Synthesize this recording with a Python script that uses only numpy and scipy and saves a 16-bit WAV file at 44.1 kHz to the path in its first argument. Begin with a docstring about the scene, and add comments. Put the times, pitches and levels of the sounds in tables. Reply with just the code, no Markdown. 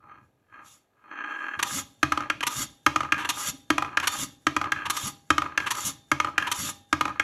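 """Steel ball looping through a desk toy

A steel ball circles a small bowl, drops through its hole, hisses down wire rails and is flung back up.
On each of seven landings it cracks against the bowl and sets it ringing, hops, knocks the rim and rolls
round to the hole. Rolling bumps make the bowl hum, grit makes the rails sing, and the base thuds on
the desk, all over faint room tone with a short echo."""
import sys
import numpy as np
from scipy import signal
from scipy.fft import rfft, irfft, next_fast_len
from scipy.io import wavfile
from scipy.ndimage import uniform_filter1d

SR = 44100
rng = np.random.default_rng(int(sys.argv[2]) if len(sys.argv) > 2 else 0)


def master_out(mix):
    """Clip the mix to full scale and print it as 16-bit PCM to the path in sys.argv[1]."""
    frames = np.transpose(np.atleast_2d(mix))
    ceiling = np.clip(frames, -1, 1)
    pcm = np.round(ceiling * 32767).astype(np.int16)
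    wavfile.write(sys.argv[1], SR, pcm)


N = 318843

# room tone: (frequency [Hz], level [dB])
AIR_SPECTRUM = [(18, -41.5), (30, -1), (64, -11.5), (98, -14), (194, -8.5), (394, -0.5), (937, -7),
                (1010, -12.5), (16000, -38)]
# room echo: (frequency [Hz], t60 [s])
ROOM_DECAY = [(150, 0.51), (500, 0.59), (1500, 0.19), (4000, 0.42), (9000, 0.056), (14000, 0.2)]
# microphone colour: (frequency [Hz], gain [dB])
MIC_EQ = [(25, -2), (70, -4.5), (4500, 1), (4950, -4), (5400, 0.5), (8500, 1), (9000, -5), (9600, 3.5),
          (12000, 10.5), (12500, 6), (14500, 3), (15000, -2.5)]
# base shaking the desk: (frequency [Hz], level [dB])
SHAKE_SPECTRUM = [(30, -27), (60, -15), (85, -6), (145, -8.5), (200, -13), (280, -13.5), (360, -24.5),
                  (500, -70.5)]
# steel on wire: (frequency [Hz], level [dB])
HISS_SPECTRUM = [(240, -47), (400, -24), (581, -1.5), (723, -25.5), (1290, 2), (1480, -4.5), (1650, -9),
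                 (2250, -3), (3320, -3.5), (4260, -7), (7010, -1), (8720, -8.5), (11000, -9.5),
                 (15700, -38.5), (16500, -41.5)]
# chatter of a knock: (frequency [Hz], level [dB])
SCUFF_SPECTRUM = [(180, -49), (300, -11), (617, -27), (1000, -5.5), (2400, -8.5), (2790, -3.5),
                  (4690, -10.5), (5020, -11.5), (5930, -5.5), (9020, -13), (11000, -17.5), (15400, -35.5),
                  (16500, -49)]
# first contact of a bounce: (frequency [Hz], level [dB])
CRACK_SPECTRUM = [(290, -55), (500, -6.5), (1310, -9.5), (3210, -6.5), (3770, -12.5), (4420, -12),
                  (4970, -12.5), (6190, -10), (9190, -25.5), (11300, -29.5), (16500, -57)]
# wire rails: (frequency [Hz], level [dB], t60 [s])
RAIL_MODES = [(265, -4, .4), (807, -7, .7), (980, 2, .12), (1809, -13, .5), (3596, -9, .9), (6440, -9, .2),
              (6760, -9, .2), (9819, -7, .1)]
# bowl and base: (frequency [Hz], struck [dB], rolled [dB], t60 [s], off-centre share, base share)
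BOWL_MODES = [(80, -23, -59.5, 0.21, 0.1, 0.58), (136.2, -26.5, -45.5, 0.17, 0.081, 0.81),
              (301.5, 0, -5, .035, 0.14, 0.94), (337, -12, -24.5, 0.021, 0.037, 0.43),
              (591, -17, -14.5, 0.05, 0, 0.5), (831, -11.5, -11.5, 0.085, 0, 0),
              (998, -3.5, -6, 0.055, 0.022, 0.092), (1154, -22, -11, 0.063, 0.66, 1),
              (1232.4, 3.5, 1, 0.057, 0.038, 0.03), (1276.6, 3.5, 0, 0.033, 0.091, 0.19),
              (1376, -14, -17, .045, 1, 0.38), (1643, -4.5, 1.5, 0.033, 1, 0.65),
              (1692, -0.5, -1.5, 0.022, 0.97, 0.41), (1885, 0, -4, 0.022, 0.46, 0.022),
              (2167, 3.5, -3, 0.018, 0.47, 0.1), (2467, 0.5, -2, 0.019, 0.53, 0.015),
              (2700, -17.5, -13.5, 0.039, 1, 0.0095), (3159, -9, -11.5, 0.02, 1, 1),
              (3850, -38.5, -26, .015, 0.19, 0), (4250, -27.5, -21, 0.022, .3, 0.083),
              (6200, -31.5, -14.5, 0.0088, .6, 0.02), (6900, -39, -29, .01, .6, 0.13)]

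# Cues. Brightness, ring and travel levels are relative: each voice adds its own trim.
# laps of the bowl: (landing [s], peak [dB], base ring [dB], first hop [s], second hop [s],
# small touches [dB], settling roll [dB], rim hit [s], rim peak [dB], rim off-centre ring [dB],
# rim roll [dB], rim scrape [dB])
BOWL_LAPS = [(2.028, -5, -14, .091, .054, -18, -26.5, 2.298, -9.5, -2, -60, -71),
             (2.862, -3, -16.5, 0.096, .046, -18.5, -31, 3.12, -6, -4.5, -36.5, -58.5),
             (3.701, -4.5, -10.5, .078, .042, -21.5, -31.5, 3.97, -8, -1.5, -39.5, -50),
             (4.466, -5.5, -13.5, .097, .049, -18.5, -29, 4.718, -9, -5.5, -37, -64),
             (5.302, -3.5, -15, .077, .039, -27, -31, 5.574, -8, -1.5, -39, -54.5),
             (6.114, -5.5, -13, .085, .045, -21.5, -32, 6.378, -6, -4.5, -33.5, -53.5),
             (6.926, -6.5, -13.5, 0.082, .044, -19.5, -31.5, 7.195, -7, -4.5, -35.5, -54)]
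# touches ending hops one and two: (peak [dB], brightness [dB], off-centre ring [dB], base ring [dB])
FIRST_TOUCHES = [(-7.5, -24, -23, -20), (-13, -29, -35, -21.5)]
# the last two: (peak over the lap's small touches [dB], brightness [dB], off-centre [dB], base [dB])
LAST_TOUCHES = [(0, -32, -40.5, -18.5), (-7.5, -36, -39, -19)]
# small rebounds off the rim: (time [s], peak [dB], brightness [dB])
RIM_REBOUNDS = [(2.405, -19, -17), (3.141, -21, -31), (3.998, -17, -13.5), (5.6, -19.5, -26),
                (6.398, -23, -28.5), (6.422, -19.5, -24)]
# dull scuffs at the lip of the hole: (time [s], peak [dB], length [s])
HOLE_SCUFFS = [(1.59, -15.5, 0.014), (2.427, -14, 0.012), (3.176, -23.5, 0.056), (3.246, -19, 0.013),
               (4.026, -17.5, 0.025), (4.853, -19, 0.018), (5.661, -16, 0.022), (6.467, -16.5, 0.017)]
# runs down the rails: (drop [s], knock peak [dB], knock length [s], bend [s], push [dB],
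# take-off [s], bowl hum at take-off [dB], hiss [dB])
RAIL_RUNS = [(1.627, -10, 0.0089, 1.724, -34.5, 1.795, -34, -29.5),
             (2.467, -11.5, 0.015, 2.564, -32.5, 2.632, -35.5, -30),
             (3.29, -14, 0.019, 3.494, -39, 3.48, -38.5, -27),
             (4.072, -10, .011, 4.185, -32.5, 4.232, -38, -29),
             (4.899, -12.5, .014, 5.035, -37, 5.079, -34.5, -30),
             (5.706, -13, 0.017, 5.846, -37, 5.893, -36.5, -30.5),
             (6.515, -12, 0.014, 6.59, -37.5, 6.697, -40, -30.5)]
# jolts on the rails in mid run: (time [s], peak [dB], brightness [dB], length [s])
RAIL_JOLTS = [(4.967, -16.5, -21.5, 0.013), (5.751, -26, -24.5, .006), (5.85, -19.5, 4, 0.038)]

# Travel keyframes end in four faders: (roll [dB], off-centre ring [dB], scrape [dB], shake [dB]).
# faint rolling, a brief soft rail hiss, then louder circling toward the hole:
# (time [s], four faders [dB])
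OPENING_KEYS = [(0.0, -60.5, -16, -104, -68), (0.052, -50, -19.5, -90, -64), (0.118, -47, -11, -100, -64),
                (0.25, -61.5, -10, -80, -60.5), (0.316, -87, -2, -91, -72), (0.47, -77.5, -1, -94, -74),
                (0.528, -45.5, -5.5, -83, -68), (0.61, -45.5, -10, -83, -69), (0.66, -54.5, -13, -53, -67),
                (0.726, -67.5, -10.5, -52.5, -67), (0.888, -82, -6, -91, -82), (1.068, -50, -12, -89, -73),
                (1.134, -38.5, -0.5, -82, -78), (1.25, -39.5, 0.5, -75, -78), (1.314, -34, 0.5, -66, -77.5),
                (1.43, -38, 0, -67, -82), (1.54, -40, 3, -68, -84), (1.58, -43.5, -2.5, -69, -50.5)]
# hops dying out: (time after the third hop [s], four faders [dB]); roll adds to the lap's settling roll
SETTLING_KEYS = [(.02, 0, -13.5, -60.5, -47.5), (.055, -11.5, -11.5, -76, -56.5)]
# nearing the rim: (time from the rim hit [s], four faders [dB])
NEAR_RIM_KEYS = [(-.022, -43, -8, -73, -57.5), (-.008, -57, 2.5, -74.5, -60.5)]
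# round the rim: (time from the rim hit [s], four faders [dB]); roll and scrape add to the lap's
ROUND_RIM_KEYS = [(0.039, 0.5, 1.5, 0, -47), (.07, -1, 2.2, -1, -53.5)]
# down the rails: (share of the way to the bend, four faders [dB]); scrape adds to the run's hiss
DOWNHILL_KEYS = [(.24, -39, -15, -15, -49.5), (.52, -31.5, -17.5, -5, -60), (.8, -39.5, -4.5, -6, -58),
                 (1.03, -43, -5.5, -2, -41)]
# leaving the rails: (time after take-off [s], four faders [dB]); scrape adds to the run's hiss
FLYING_KEYS = [(0.034, -62, -3, -22, -54), (.17, -84.5, -2, -41.5, -70)]
IN_FLIGHT = (-76.5, 4, -67.5, -64.5)  # just before a landing: (four faders [dB])
AT_HOLE = (-.05, -4, 0.5, -5, -50.5)  # (time from the drop [s], four faders [dB]), added as on the rim

HOP_RATIO = .57  # each hop after the second lasts this share of the one before
CLACK_DB, CLACK_S = 5.5, 0.0022  # the bowl flexes hard under the ball, then rings at a lower level
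AIR_DB, ECHO_DB, LOWPASS_HZ = -72, -15, 16600


def gain(db):
    """Decibels to an amplitude factor."""
    return 10 ** (np.asarray(db) / 20)


def unit_rms(x):
    """Scales to rms 1."""
    return x / np.sqrt(np.mean(x ** 2) + 1e-20)


def unit_peak(x):
    """Scales to peak 1."""
    return x / np.max(np.abs(x))


def curve_at(points, hz):
    """Reads a curve on a log-frequency axis."""
    f, value = np.transpose(points)
    return np.interp(np.log(hz + 1), np.log(f + 1), value)


def add(mix, s, sound):
    """Mixes a sound in at s seconds."""
    part = mix[round(s * SR):][:len(sound)]
    part += sound[:len(part)]


def coloured(x, spectrum, shelf_db=0):
    """Shapes x with a spectrum and a treble shelf at 3.5 kHz, at rms 1."""
    size = next_fast_len(len(x))
    hz = np.fft.rfftfreq(size, 1 / SR)
    shelf = shelf_db / (1 + (3500 / (hz + 1)) ** 4)
    return unit_rms(irfft(rfft(x, size) * gain(curve_at(spectrum, hz) + shelf), size)[:len(x)])


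def ring(hz, db, t60, phase=0, seconds=.25):
    """Ringing modes: a sum of dying sines."""
    t = np.arange(round(seconds * SR))[:, None] / SR
    return (gain(db - 60 * t / t60) * np.sin(2 * np.pi * hz * t + phase)).sum(axis=1)


def grit(per_s, spread_db):
    """A stream of tiny, uneven contact clicks."""
    size = gain(spread_db * np.minimum(rng.exponential(1, N), 5))
    return rng.standard_normal(N) * size * (rng.random(N) < per_s / SR)


def room_tone():
    """A faint, steady bed of air."""
    return gain(AIR_DB) * coloured(rng.standard_normal(N), AIR_SPECTRUM)


def room_echo(x):
    """Sparse reflections of random sign, each band dying at its own speed."""
    taps = np.zeros(SR)
    at = np.arange(300, SR - 20, 20)
    taps[at + rng.integers(0, 20, len(at))] = rng.choice([-1., 1.], len(at))
    hz, t, bands = signal.stft(taps, SR, nperseg=256)
    decay = gain(-60 * t / curve_at(ROOM_DECAY, hz)[:, None])
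    tail = signal.istft(bands * decay, SR, nperseg=256)[1]
    return signal.fftconvolve(x, tail / np.linalg.norm(tail))[:N]


def desk_shake(level):
    """Low rumble of the base shaking the desk."""
    return coloured(rng.standard_normal(N), SHAKE_SPECTRUM) * level


def rail_ring(level):
    """Rubbing feeds the wires' long modes, which sing on after the ball has gone."""
    modes = ring(*np.transpose(RAIL_MODES), seconds=0.78)
    return signal.fftconvolve(rng.standard_normal(N) * level, modes / np.linalg.norm(modes))[:N]


def steel_scrape(level):
    """Grit on rim or rails sounds many short, high modes; the set changes as the ball moves along."""
    t = np.arange(N) / SR
    rub = grit(per_s=12000, spread_db=2.4)
    sizzle = np.zeros(N)
    for k in range(3):
        hz = rng.uniform(700, 15000, 110)
        db = curve_at(HISS_SPECTRUM, hz) + 3.5 * rng.standard_normal(len(hz))
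        modes = ring(hz, db, t60=.05, phase=rng.uniform(0, 2 * np.pi, len(hz)), seconds=0.12)
        crossfade = np.cos(np.pi * (6 * t + k / 3)) ** 2
        sizzle += signal.oaconvolve(rub * crossfade * level, modes)[:N]
    hiss = coloured(rub, HISS_SPECTRUM) * level
    return sizzle * np.std(hiss) / np.std(sizzle) + gain(-1) * hiss


def bowl_hum(level, off_centre_db):
    """Blunt bumps under the rolling ball build each mode softly; wide circles wake off-centre ones."""
    hz, _, db, t60, off_centre, _ = np.transpose(BOWL_MODES)
    bumps = grit(per_s=2500, spread_db=4.34) * level
    hum = np.zeros(N)
    for share in np.unique(off_centre):
        group = off_centre == share
        modes = ring(hz[group], db[group], t60[group], seconds=.15)
        modes *= (1 - np.exp(-np.arange(len(modes)) / SR / 0.0013)) ** 2
        drive = gain(share * (np.minimum(off_centre_db, 3) + 6))
        hum += signal.oaconvolve(bumps * drive, modes)[:N]
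    return hum * np.std(level) / np.std(hum)


def travel_keyframes():
    """Lays the fader moves along every lap and run, in time order."""
    keys = list(OPENING_KEYS)
    for land, _, _, first, second, _, settle_db, rim, _, _, roll_db, scrape_db in BOWL_LAPS:
        settled = land + first + second * (1 + HOP_RATIO)
        keys.append((land - .018, *IN_FLIGHT))
        keys += [(settled + s, settle_db + roll, *rest) for s, roll, *rest in SETTLING_KEYS]
        keys += [(rim + s, *rest) for s, *rest in NEAR_RIM_KEYS]
        for s, roll, off_centre, scrape, shake in ROUND_RIM_KEYS:
            keys.append((rim + s, roll_db + roll, off_centre, scrape_db + scrape, shake))
    s, roll, off_centre, scrape, shake = AT_HOLE
    for (*_, roll_db, scrape_db), (drop, *_) in zip(BOWL_LAPS, RAIL_RUNS[1:]):
        keys.append((drop + s, roll_db + roll, off_centre, scrape_db + scrape, shake))
    for drop, _, _, bend, _, take_off, hum_db, hiss_db in RAIL_RUNS:
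        for way, roll, off_centre, scrape, shake in DOWNHILL_KEYS:
            keys.append((drop + (bend - drop) * way, roll, off_centre, hiss_db + scrape, shake))
        keys.append((take_off, hum_db, -11, hiss_db, -43.5))
        for s, roll, off_centre, scrape, shake in FLYING_KEYS:
            keys.append((take_off + s, roll, off_centre, hiss_db + scrape, shake))
    return np.array(sorted(keys))


def travel():
    """The moving ball's bed: rail ring, desk shake, bowl hum and scrape ride the four faders."""
    times, *faders = travel_keyframes().T
    t = np.arange(N) / SR
    roll_db, off_centre_db, scrape_db, shake_db = (np.interp(t, times, fader) for fader in faders)
    wires = gain(-21.5) * rail_ring(gain(scrape_db))
    desk = gain(2) * desk_shake(gain(shake_db))
    hum = gain(2.5) * bowl_hum(gain(roll_db), off_centre_db)
    scrape = gain(-5) * steel_scrape(gain(scrape_db))
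    return wires + desk + hum + scrape


def bend_swoop(level_db):
    """A low push that slides upward as the ball whips through the bend."""
    t = np.arange(5000) / SR
    hz = 130 + 145 / (1 + np.exp(-(t - .03) / 0.0037))
    wobble = 1 + 0.35 * unit_rms(uniform_filter1d(rng.standard_normal(len(t)), 300))
    envelope = (1 - np.exp(-t / 0.013)) / (1 + (t / 0.065) ** 16)
    return gain(level_db) * envelope * wobble * np.sin(2 * np.pi * (np.cumsum(hz) / SR + rng.random()))


def knock(peak_db, bright_db, length_s, attack_s=.00027):
    """A quick chatter of contacts that shakes the bowl a little and sets the rails ringing."""
    hz, db, _, t60, _, _ = np.transpose(BOWL_MODES)
    t = np.arange(9000) / SR
    envelope = (1 - np.exp(-t / attack_s)) / (1 + (t / length_s) ** 6.8)
    chatter = coloured(rng.standard_normal(len(t)), SCUFF_SPECTRUM, bright_db + 21) * envelope
    bowl = signal.fftconvolve(chatter, ring(hz, db, t60))[:len(t)]
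    wires = signal.fftconvolve(chatter, ring(*np.transpose(RAIL_MODES)))[:len(t)]
    mix = unit_peak(chatter) + gain(-10.5) * unit_peak(bowl) + gain(-19) * unit_peak(wires)
    fade_out = signal.windows.tukey(2 * len(t), .3)[len(t):]
    return gain(peak_db) * unit_peak(mix) * fade_out


def bounce(peak_db, bright_db, off_centre_db=-1.5, base_db=-20):
    """A short crack, then the bowl rings; where the ball strikes sets which modes answer."""
    hz, db, _, t60, off_centre, base = np.transpose(BOWL_MODES)
    db = db + off_centre * (off_centre_db + 22.5) + base * (base_db + 34.5)
    db += 2.8 * rng.standard_normal(len(hz))
    t = np.arange(7000)[:, None] / SR
    # the blow passes down the posts, so the heavy base swells in late
    attack = (1 - np.exp(-t / (0.00036 + 0.0067 * base))) ** 2.35
    clack = gain(CLACK_DB * np.exp(-t / CLACK_S) * (1 - base))
    modes = attack * clack * gain(db - 60 * t / t60) * np.sin(2 * np.pi * hz * t)
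    body = unit_peak(modes.sum(axis=1))
    t = t[:, 0]
    crack = coloured(rng.standard_normal(len(t)), CRACK_SPECTRUM, bright_db + 20)
    snap_and_tail = gain(-60 * t / 0.021) + gain(-30.5 - 60 * t / 0.45)
    crack *= (1 - np.exp(-t / 0.00041)) ** 3 * snap_and_tail
    return gain(peak_db) * unit_peak(body + gain(-8) * crack)


def bounces():
    """Yields (time [s], sound) for rim rebounds, landings, rim hits and ever shorter hops."""
    for s, peak_db, bright_db in RIM_REBOUNDS:
        yield s, bounce(peak_db, bright_db)
    for land, land_db, base_db, first, second, small_db, _, rim, rim_db, ring_db, *_ in BOWL_LAPS:
        yield land, bounce(land_db, bright_db=-21, off_centre_db=-18, base_db=base_db)
        yield rim, bounce(rim_db, bright_db=-23, off_centre_db=ring_db)
        times = land + np.cumsum([first, second, second * HOP_RATIO, second * HOP_RATIO ** 2])
        touches = FIRST_TOUCHES + [(small_db + db, *tone) for db, *tone in LAST_TOUCHES]
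        for s, touch in zip(times, touches):
            yield s, bounce(*touch)


def scene():
    """Hits and swoops over the rolling bed, set in a quiet room; mono."""
    toy = travel()
    for s, hit in bounces():
        add(toy, s + .0014, hit)
    for s, db, length_s in HOLE_SCUFFS:
        add(toy, s, knock(db, bright_db=-42.5, length_s=length_s, attack_s=.004))
    for drop, db, length_s, bend, push_db, *_ in RAIL_RUNS:
        add(toy, drop, knock(db, bright_db=-26, length_s=length_s))
        add(toy, bend, bend_swoop(push_db))
    for s, *jolt in RAIL_JOLTS:
        add(toy, s, knock(*jolt))
    return (room_tone() + toy + gain(ECHO_DB) * room_echo(toy))[None]


def record(dry):
    """The microphone's colour, then a steep low-pass."""
    size = next_fast_len(N)
    eq = gain(curve_at(MIC_EQ, np.fft.rfftfreq(size, 1 / SR)))
    heard = irfft(rfft(dry, size) * eq, size)[:, :N]
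    lowpass = signal.firwin(511, LOWPASS_HZ, window=("kaiser", 9), fs=SR)
    return signal.oaconvolve(heard, lowpass[None], "same")


dry = scene()
out = record(dry)
master_out(out)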